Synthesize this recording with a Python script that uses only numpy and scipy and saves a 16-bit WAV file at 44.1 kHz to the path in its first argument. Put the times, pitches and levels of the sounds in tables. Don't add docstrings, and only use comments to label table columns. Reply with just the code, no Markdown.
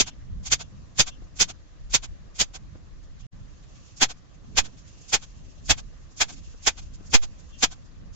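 import sys
import numpy as np
from scipy import signal
from scipy.fft import rfft, irfft, next_fast_len
from scipy.io import wavfile
from scipy.ndimage import uniform_filter1d, map_coordinates

SR = 44100
rng = np.random.default_rng(int(sys.argv[2]) if len(sys.argv) > 2 else 0)


def wav_record(signal):
    frames = np.transpose(np.atleast_2d(signal))
    bounded = np.clip(frames, -1, 1)
    quanta = np.round(bounded * 32767).astype(np.int16)
    wavfile.write(sys.argv[1], SR, quanta)


N = 359415

# t/s, base swell length/s, steel snap/dB, workpiece knock/dB, table thump/dB, phone jolt/dB
SHOTS = [(0.007, .041, -15, -27, -27.5, -34), (0.53, 0.046, -16.5, -38, -31, -58.5),
         (1.004, .051, -14, -26.5, -29.5, -24), (1.417, 0.058, -15.5, -32, -32.5, -31),
         (1.951, 0.046, -15.5, -32, -27.5, -56.5), (2.412, .056, -17.5, -33.5, -31.5, -31),
         (4.029, .052, -15.5, -29, -30, -23.5), (4.586, .048, -17, -33.5, -34.5, -22),
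         (5.144, .053, -18, -37.5, -33, -31.5), (5.709, 0.045, -15.5, -30.5, -21.5, -26.5),
         (6.218, .043, -18, -42.5, -37.5, -29.5), (6.678, .039, -16.5, -36, -35, -38),
         (7.149, 0.046, -15.5, -24.5, -25, -8), (7.638, .039, -16, -27.5, -33, -28.5)]
# t/s, level/dB, fullness/dB
TICKS = [(0.449, -51.5, 0.5), (0.472, -35, 3.5), (0.971, -54, 4), (1.377, -46.5, -0.5), (1.917, -46.5, 0.5),
         (2.366, -48.5, 2.5), (3.043, -65, 3), (3.208, -60, 6.5), (3.641, -67, 10), (3.766, -66.5, 12.5),
         (3.888, -64, 8), (3.981, -47, -4.5), (4.18, -64.5, -4), (4.35, -66, -4), (4.788, -57, 3.5),
         (4.886, -57, 0.5), (5.02, -56.5, -7), (5.1, -42.5, -3), (5.667, -46, -11), (6.12, -60.5, -17.5),
         (6.184, -43.5, -3), (6.333, -48, 0), (6.385, -58.5, 5.5), (6.478, -66.5, 7), (6.641, -47, -3),
         (6.83, -57.5, 2), (6.95, -55, 1.5), (7.072, -54, -20.5), (7.118, -46.5, -14), (7.4, -58, -1),
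         (7.6, -47, -7.5), (7.86, -64, -4), (8.145, -56.5, 0)]
# t/s, level/dB
RETURNS = [(0.081, -39), (0.612, -38), (1.082, -37.5), (1.501, -39), (2.044, -40), (2.556, -41),
           (4.108, -39), (4.657, -45), (5.235, -47), (5.79, -43), (6.3, -43.5), (6.789, -45),
           (7.238, -39.5), (7.726, -46.5)]
BUMPS = [(1.222, -53), (2.757, -51.5), (4.681, -52.5), (6.385, -60.5), (6.545, -56), (7.009, -54.5)]
TWANGS = [(.05, -52), (.115, -60), (.645, -64), (1.124, -57), (1.15, -63), (3.235, -63), (7.547, -56),
          (7.57, -58)]
HANDLING = [(0.0, -82), (0.18, -74), (0.45, -78), (0.59, -67.5), (1.77, -73), (1.95, -71.5), (3.15, -74.5),
            (3.9, -58), (4.13, -80), (4.36, -74), (4.54, -67), (5.11, -55.5), (5.4, -62), (6.11, -67.5),
            (6.33, -57.5), (7.17, -63), (7.38, -63.5), (7.6, -59), (7.9, -69), (8.15, -89)]
# t/s, buffeting/dB, breeze/dB, gust/dB
WIND = [(0.0, -47.5, -46, -57), (0.34, -40.5, -46, -65.5), (0.77, -50.5, -45, -64.5),
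        (1.11, -42, -51, -63.5), (1.45, -46.5, -43, -59), (1.7, -45, -53, -71), (2.0, -39.5, -49, -65.5),
        (2.34, -47.5, -54, -68), (2.47, -45.5, -52, -58.5), (2.79, -44, -43.5, -68),
        (3.04, -43, -54.5, -65), (3.22, -44.5, -47.5, -69), (3.9, -50.5, -50.5, -70),
        (4.31, -52, -53, -71.5), (4.61, -46, -48.5, -55.5), (4.95, -50, -52, -70.5),
        (5.85, -43, -47.5, -59), (6.01, -45.5, -52, -65.5), (6.24, -56.5, -52, -60),
        (6.38, -37, -49, -54.5), (6.65, -43.5, -55, -77), (6.9, -41, -49, -62), (7.15, -45.5, -47.5, -58),
        (7.38, -48, -53.5, -62.5), (7.67, -46, -50, -62), (8.15, -42, -47, -61)]
# f/Hz, width/Hz, level/dB
SHELL_MODES = [(792, 520, -7.5), (860, 90, -6), (1131, 3600, 2.5), (1530, 59, 4.5), (1756, 1600, 1)]
FRAME_MODES = [(2200, 300, -3), (2500, 250, -1), (3300, 350, 0), (3650, 300, -1), (3200, 2500, -3),
               (4250, 350, -2)]
BLADE_MODES = [(4750, 500, -3), (5300, 400, -2), (6140, 180, 1), (6500, 400, -1), (7000, 500, -1),
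               (6200, 4000, -3)]
LEVER_MODES = [(745, 200, 0), (1150, 900, -6), (1530, 130, -2)]
SPRING_MODES = [(2760, 95, -2.5), (3000, 80, -6), (3200, 71, -4.5), (3460, 45, -2), (5740, 60, -6.5)]
# f/Hz, width/Hz, level/dB
TABLE_MODES = [(41.7, 21, -6.5), (118, 91, -15.5)]
PLANK_MODES = [(190, 320, 1), (315, 41, -2.5), (427, 510, -4)]
BAR_MODES = [(259.1, 140, -2.2), (308, 52, -2.5), (466, 91, -3.9)]
PLANK_NOTES = [(1490, 90, -8), (3010, 120, -5), (3650, 200, -5), (4680, 250, -4), (6140, 160, 1)]
BAR_NOTES = [(780, 200, 0), (1660, 120, -4), (2490, 170, 0), (3330, 150, -1), (5020, 120, -3)]
# f/Hz, relative level/dB
BUFFET_SPECTRUM = [(7.1, -42.5), (12, -10.5), (32, 7), (90, -8.5), (120, -40), (200, -120)]
BREEZE_SPECTRUM = [(35, -38), (60, -3.5), (134, -4.5), (205, -11), (231, -19.5), (260, -18.5), (340, -50.5),
                   (570, -120)]
GUST_SPECTRUM = [(120, -33.5), (200, -2), (274, -0.5), (307, -8), (650, -20.5), (840, -51.5), (1430, -120)]
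RUSTLE_SPECTRUM = [(1290, -50), (2200, -13), (2680, 1), (2980, -4), (3730, -6.5), (6630, 1), (7670, -6.5),
                   (9970, -27.5), (16900, -120)]
MURMUR_SPECTRUM = [(180, -25.5), (300, -2.5), (378, -9.5), (575, -8.5), (888, -16), (1150, -11.5),
                   (1390, -16.5), (1820, -15), (2260, -20), (6430, -22.5), (7670, -29.5), (9970, -56),
                   (16900, -120)]
# f/Hz, t60/s
YARD_DECAY = [(200, 0.18), (2000, 0.19), (7000, 0.25)]
# f/Hz, left minus right/dB
PORT_BALANCE = [(60, -1), (120, -2.5), (240, 0.5), (470, 1.5), (930, -0.5), (1840, 1), (3640, 3.5),
                (7220, -6)]
# f/Hz, gain/dB
MIRROR_GAIN = [(8000, -36), (9500, -25), (12000, -22.5), (15000, -25.5), (15700, -48), (15800, -66.5)]

SHELL_DB, FRAME_DB, NOTES_DB = (-10, -5), (-4.5, -2.5), (-7.5, -6.5)
CATCH_LEAD_S, CATCH_DB = .022, -23
RETURN_DB, TICK_DB, BUMP_DB = (-7.5, -5, -2, 0), (-28, -16, -7.5, 1.5), (5.5, -8.5, -20.5, -37.5)
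GAP_S, FADE_IN_S, FULL_S = 3.2675, 3.305, 3.33
BAND_HZ, RATE_HZ, TOP_HZ = 8230, 16000, 15800


def shots():
    t, span, snap_db, knock_db, thump_db, _ = np.transpose(SHOTS)
    shell_db, frame_db, notes_db = [snap_db + np.where(t < GAP_S, *db)
                                    for db in (SHELL_DB, FRAME_DB, NOTES_DB)]
    catch = blurred(t[1:] - CATCH_LEAD_S, snap_db[1:] + CATCH_DB, blur=.036, t60=.017)
    return (ring(catch, FRAME_MODES + BLADE_MODES)
            + ring(blurred(t, thump_db, blur=1.1 * span, t60=.065), TABLE_MODES)
            + workpiece(blurred(t, knock_db, blur=.87 * span, t60=.023), PLANK_MODES, BAR_MODES)
            + workpiece(blurred(t, notes_db, blur=span, t60=.062), PLANK_NOTES, BAR_NOTES)
            + ring(blurred(t, shell_db, blur=1.23 * span, t60=.058), SHELL_MODES)
            + ring(blurred(t, frame_db, blur=1.016 * span, t60=.059), FRAME_MODES)
            + ring(blurred(t, snap_db, blur=1.144 * span, t60=.048), BLADE_MODES))


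def workpiece(knock, plank, bar):
    gap = round(GAP_S * SR)
    return np.hstack([ring(knock[:, :gap], plank), ring(knock[:, gap:], bar)])


def phone_jolts():
    t, *_, jolt_db = np.transpose(SHOTS)
    shot_index = np.searchsorted(t[1:] - .1, np.arange(N) / SR)
    angle = rng.uniform(0, 2 * np.pi, len(t))[shot_index]
    return np.array([np.cos(angle), np.sin(angle)]) * swells(t + .006, jolt_db, blur=.03, t60=.28)


def clicks():
    contacts = ([(t, *np.add(db, RETURN_DB)) for t, db in RETURNS]
                + [(t, *np.add(db, BUMP_DB)) for t, db in BUMPS]
                + [(t, *(db + np.add(TICK_DB, [full, full, full, 0]))) for t, db, full in TICKS])
    t, knock_db, *parts_db = np.transpose(contacts)
    steel = sum(ring(blurred(t, db, blur=.072, t60=.0067), modes)
                for db, modes in zip(parts_db, (LEVER_MODES, FRAME_MODES, BLADE_MODES)))
    return steel + workpiece(blurred(t, knock_db, blur=.015, t60=.025), PLANK_MODES, BAR_MODES)


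def mainspring():
    return ring(blurred(*np.transpose(TWANGS), blur=.099, t60=.09), SPRING_MODES)


def wind():
    buffet_db, breeze_db, gust_db = curves(WIND)
    puffs = amp(1.5 * np.array([wobble(10), wobble(11)]) + 1.5 * wobble(7))
    return (amp(buffet_db) * unit(puffs * rush(BUFFET_SPECTRUM, patchy_db=1.0))
            + amp(breeze_db) * unit(puffs * rush(BREEZE_SPECTRUM, patchy_db=-1.5))
            + amp(gust_db) * unit(puffs * rush(GUST_SPECTRUM, patchy_db=4.5)))


def handling():
    level_db, = curves(HANDLING)
    when, size = rng.random((2, 450))
    slips = unit(swells(when * N / SR, -2.2 * np.log(size), blur=.065, t60=.01))
    return amp(level_db) * (.5 + .36 * slips) * rush(RUSTLE_SPECTRUM, patchy_db=-1.0)


def yard(x):
    hz, t, noise = signal.stft(rng.standard_normal((2, SR // 3)), SR, nperseg=256)
    decay = amp(-60 * t / along(YARD_DECAY, hz)[:, None])
    tail = signal.istft(noise * decay, SR, nperseg=256)[1]
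    return signal.fftconvolve(x, tail / np.linalg.norm(tail[0]), axes=1)[:, :N]


def far_murmur():
    return amp(-60) * rush(MURMUR_SPECTRUM, patchy_db=1.76)


def swells(times, levels_db, blur, t60):
    tail = amp(-60 * np.arange(round(t60 * SR)) / SR / t60)
    power = np.zeros(N + SR)
    for t, db, span in zip(*np.broadcast_arrays(times, levels_db, blur)):
        swell = signal.fftconvolve(np.hanning(round(span * SR)) ** 2, tail)
        start = SR // 2 + round(t * SR) - swell.argmax()
        power[start:start + len(swell)] += (amp(db) * swell / swell.max()) ** 2
    return np.sqrt(power[SR // 2:][:N])


def blurred(times, levels_db, blur, t60):
    return swells(times, levels_db, blur, t60) * rng.standard_normal((2, N))


def ring(x, modes):
    def response(hz):
        power = sum(amp(2 * db) * ((hz * width) ** 2 / ((f ** 2 - hz ** 2) ** 2 + (hz * width) ** 2)) ** 2
                    for f, width, db in modes)
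        return np.sqrt(power / power.mean())
    return filtered(x, response)


def rush(spectrum, patchy_db):
    bins = signal.stft(rng.standard_normal((2, N)), nperseg=512)[2]
    patches = uniform_filter1d(rng.standard_normal(bins.shape[1:]), size=8, axis=0)
    patches = uniform_filter1d(patches, size=5, axis=1)
    noise = signal.istft(bins * amp(patchy_db * unit(patches)), nperseg=512)[1][:, :N]
    return unit(filtered(noise, lambda hz: amp(along(spectrum, hz)) * (hz > 6)))


def wobble(rate):
    return map_coordinates(rng.standard_normal(int(N * rate / SR) + 4), [np.arange(N) * rate / SR])


def filtered(x, response):
    size = next_fast_len(x.shape[-1] + SR // 4)
    return irfft(rfft(x, size) * response(np.fft.rfftfreq(size, 1 / SR)), size)[..., :x.shape[-1]]


def curves(rows):
    t, *columns = np.transpose(rows)
    return [np.interp(np.arange(N) / SR, t, column) for column in columns]


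def along(points, hz):
    f, values = np.transpose(points)
    return np.interp(np.log(hz + 1), np.log(f + 1), values)


def amp(db):
    return 10 ** (np.asarray(db) / 20)


def unit(x):
    return x / np.sqrt(np.mean(x ** 2) + 1e-20)


def scene():
    gun = phone_jolts() + shots() + mainspring() + clicks()
    return gun + amp(-35.5) * yard(gun) + wind() + handling() + far_murmur()


def record(dry):
    t = np.arange(N) / SR
    side = np.array([[.5], [-.5]])
    rolloff = lambda hz: amp(-40 * np.clip((hz - 7300) / 830, 0, 1) ** 3) * (hz < BAND_HZ)
    direct = filtered(dry, lambda hz: amp(side * along(PORT_BALANCE, hz)) * rolloff(hz))
    mirror = filtered(direct * np.cos(2 * np.pi * RATE_HZ * t),
                      lambda hz: amp(along(MIRROR_GAIN, hz)) * (hz > RATE_HZ / 2))
    mirror_power = np.abs(uniform_filter1d(mirror ** 2, size=600)) / amp(-49.5) ** 2
    mirror *= np.clip(mirror_power, 0, 1) ** .2
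    fade_in = np.clip((t - FADE_IN_S) / (FULL_S - FADE_IN_S), 0, 1) ** 3
    dropout = np.where(t < GAP_S, 1, fade_in)
    return np.clip(filtered((direct + mirror) * dropout, lambda hz: hz < TOP_HZ), -1, 1)


dry = scene()
out = record(dry)
wav_record(out)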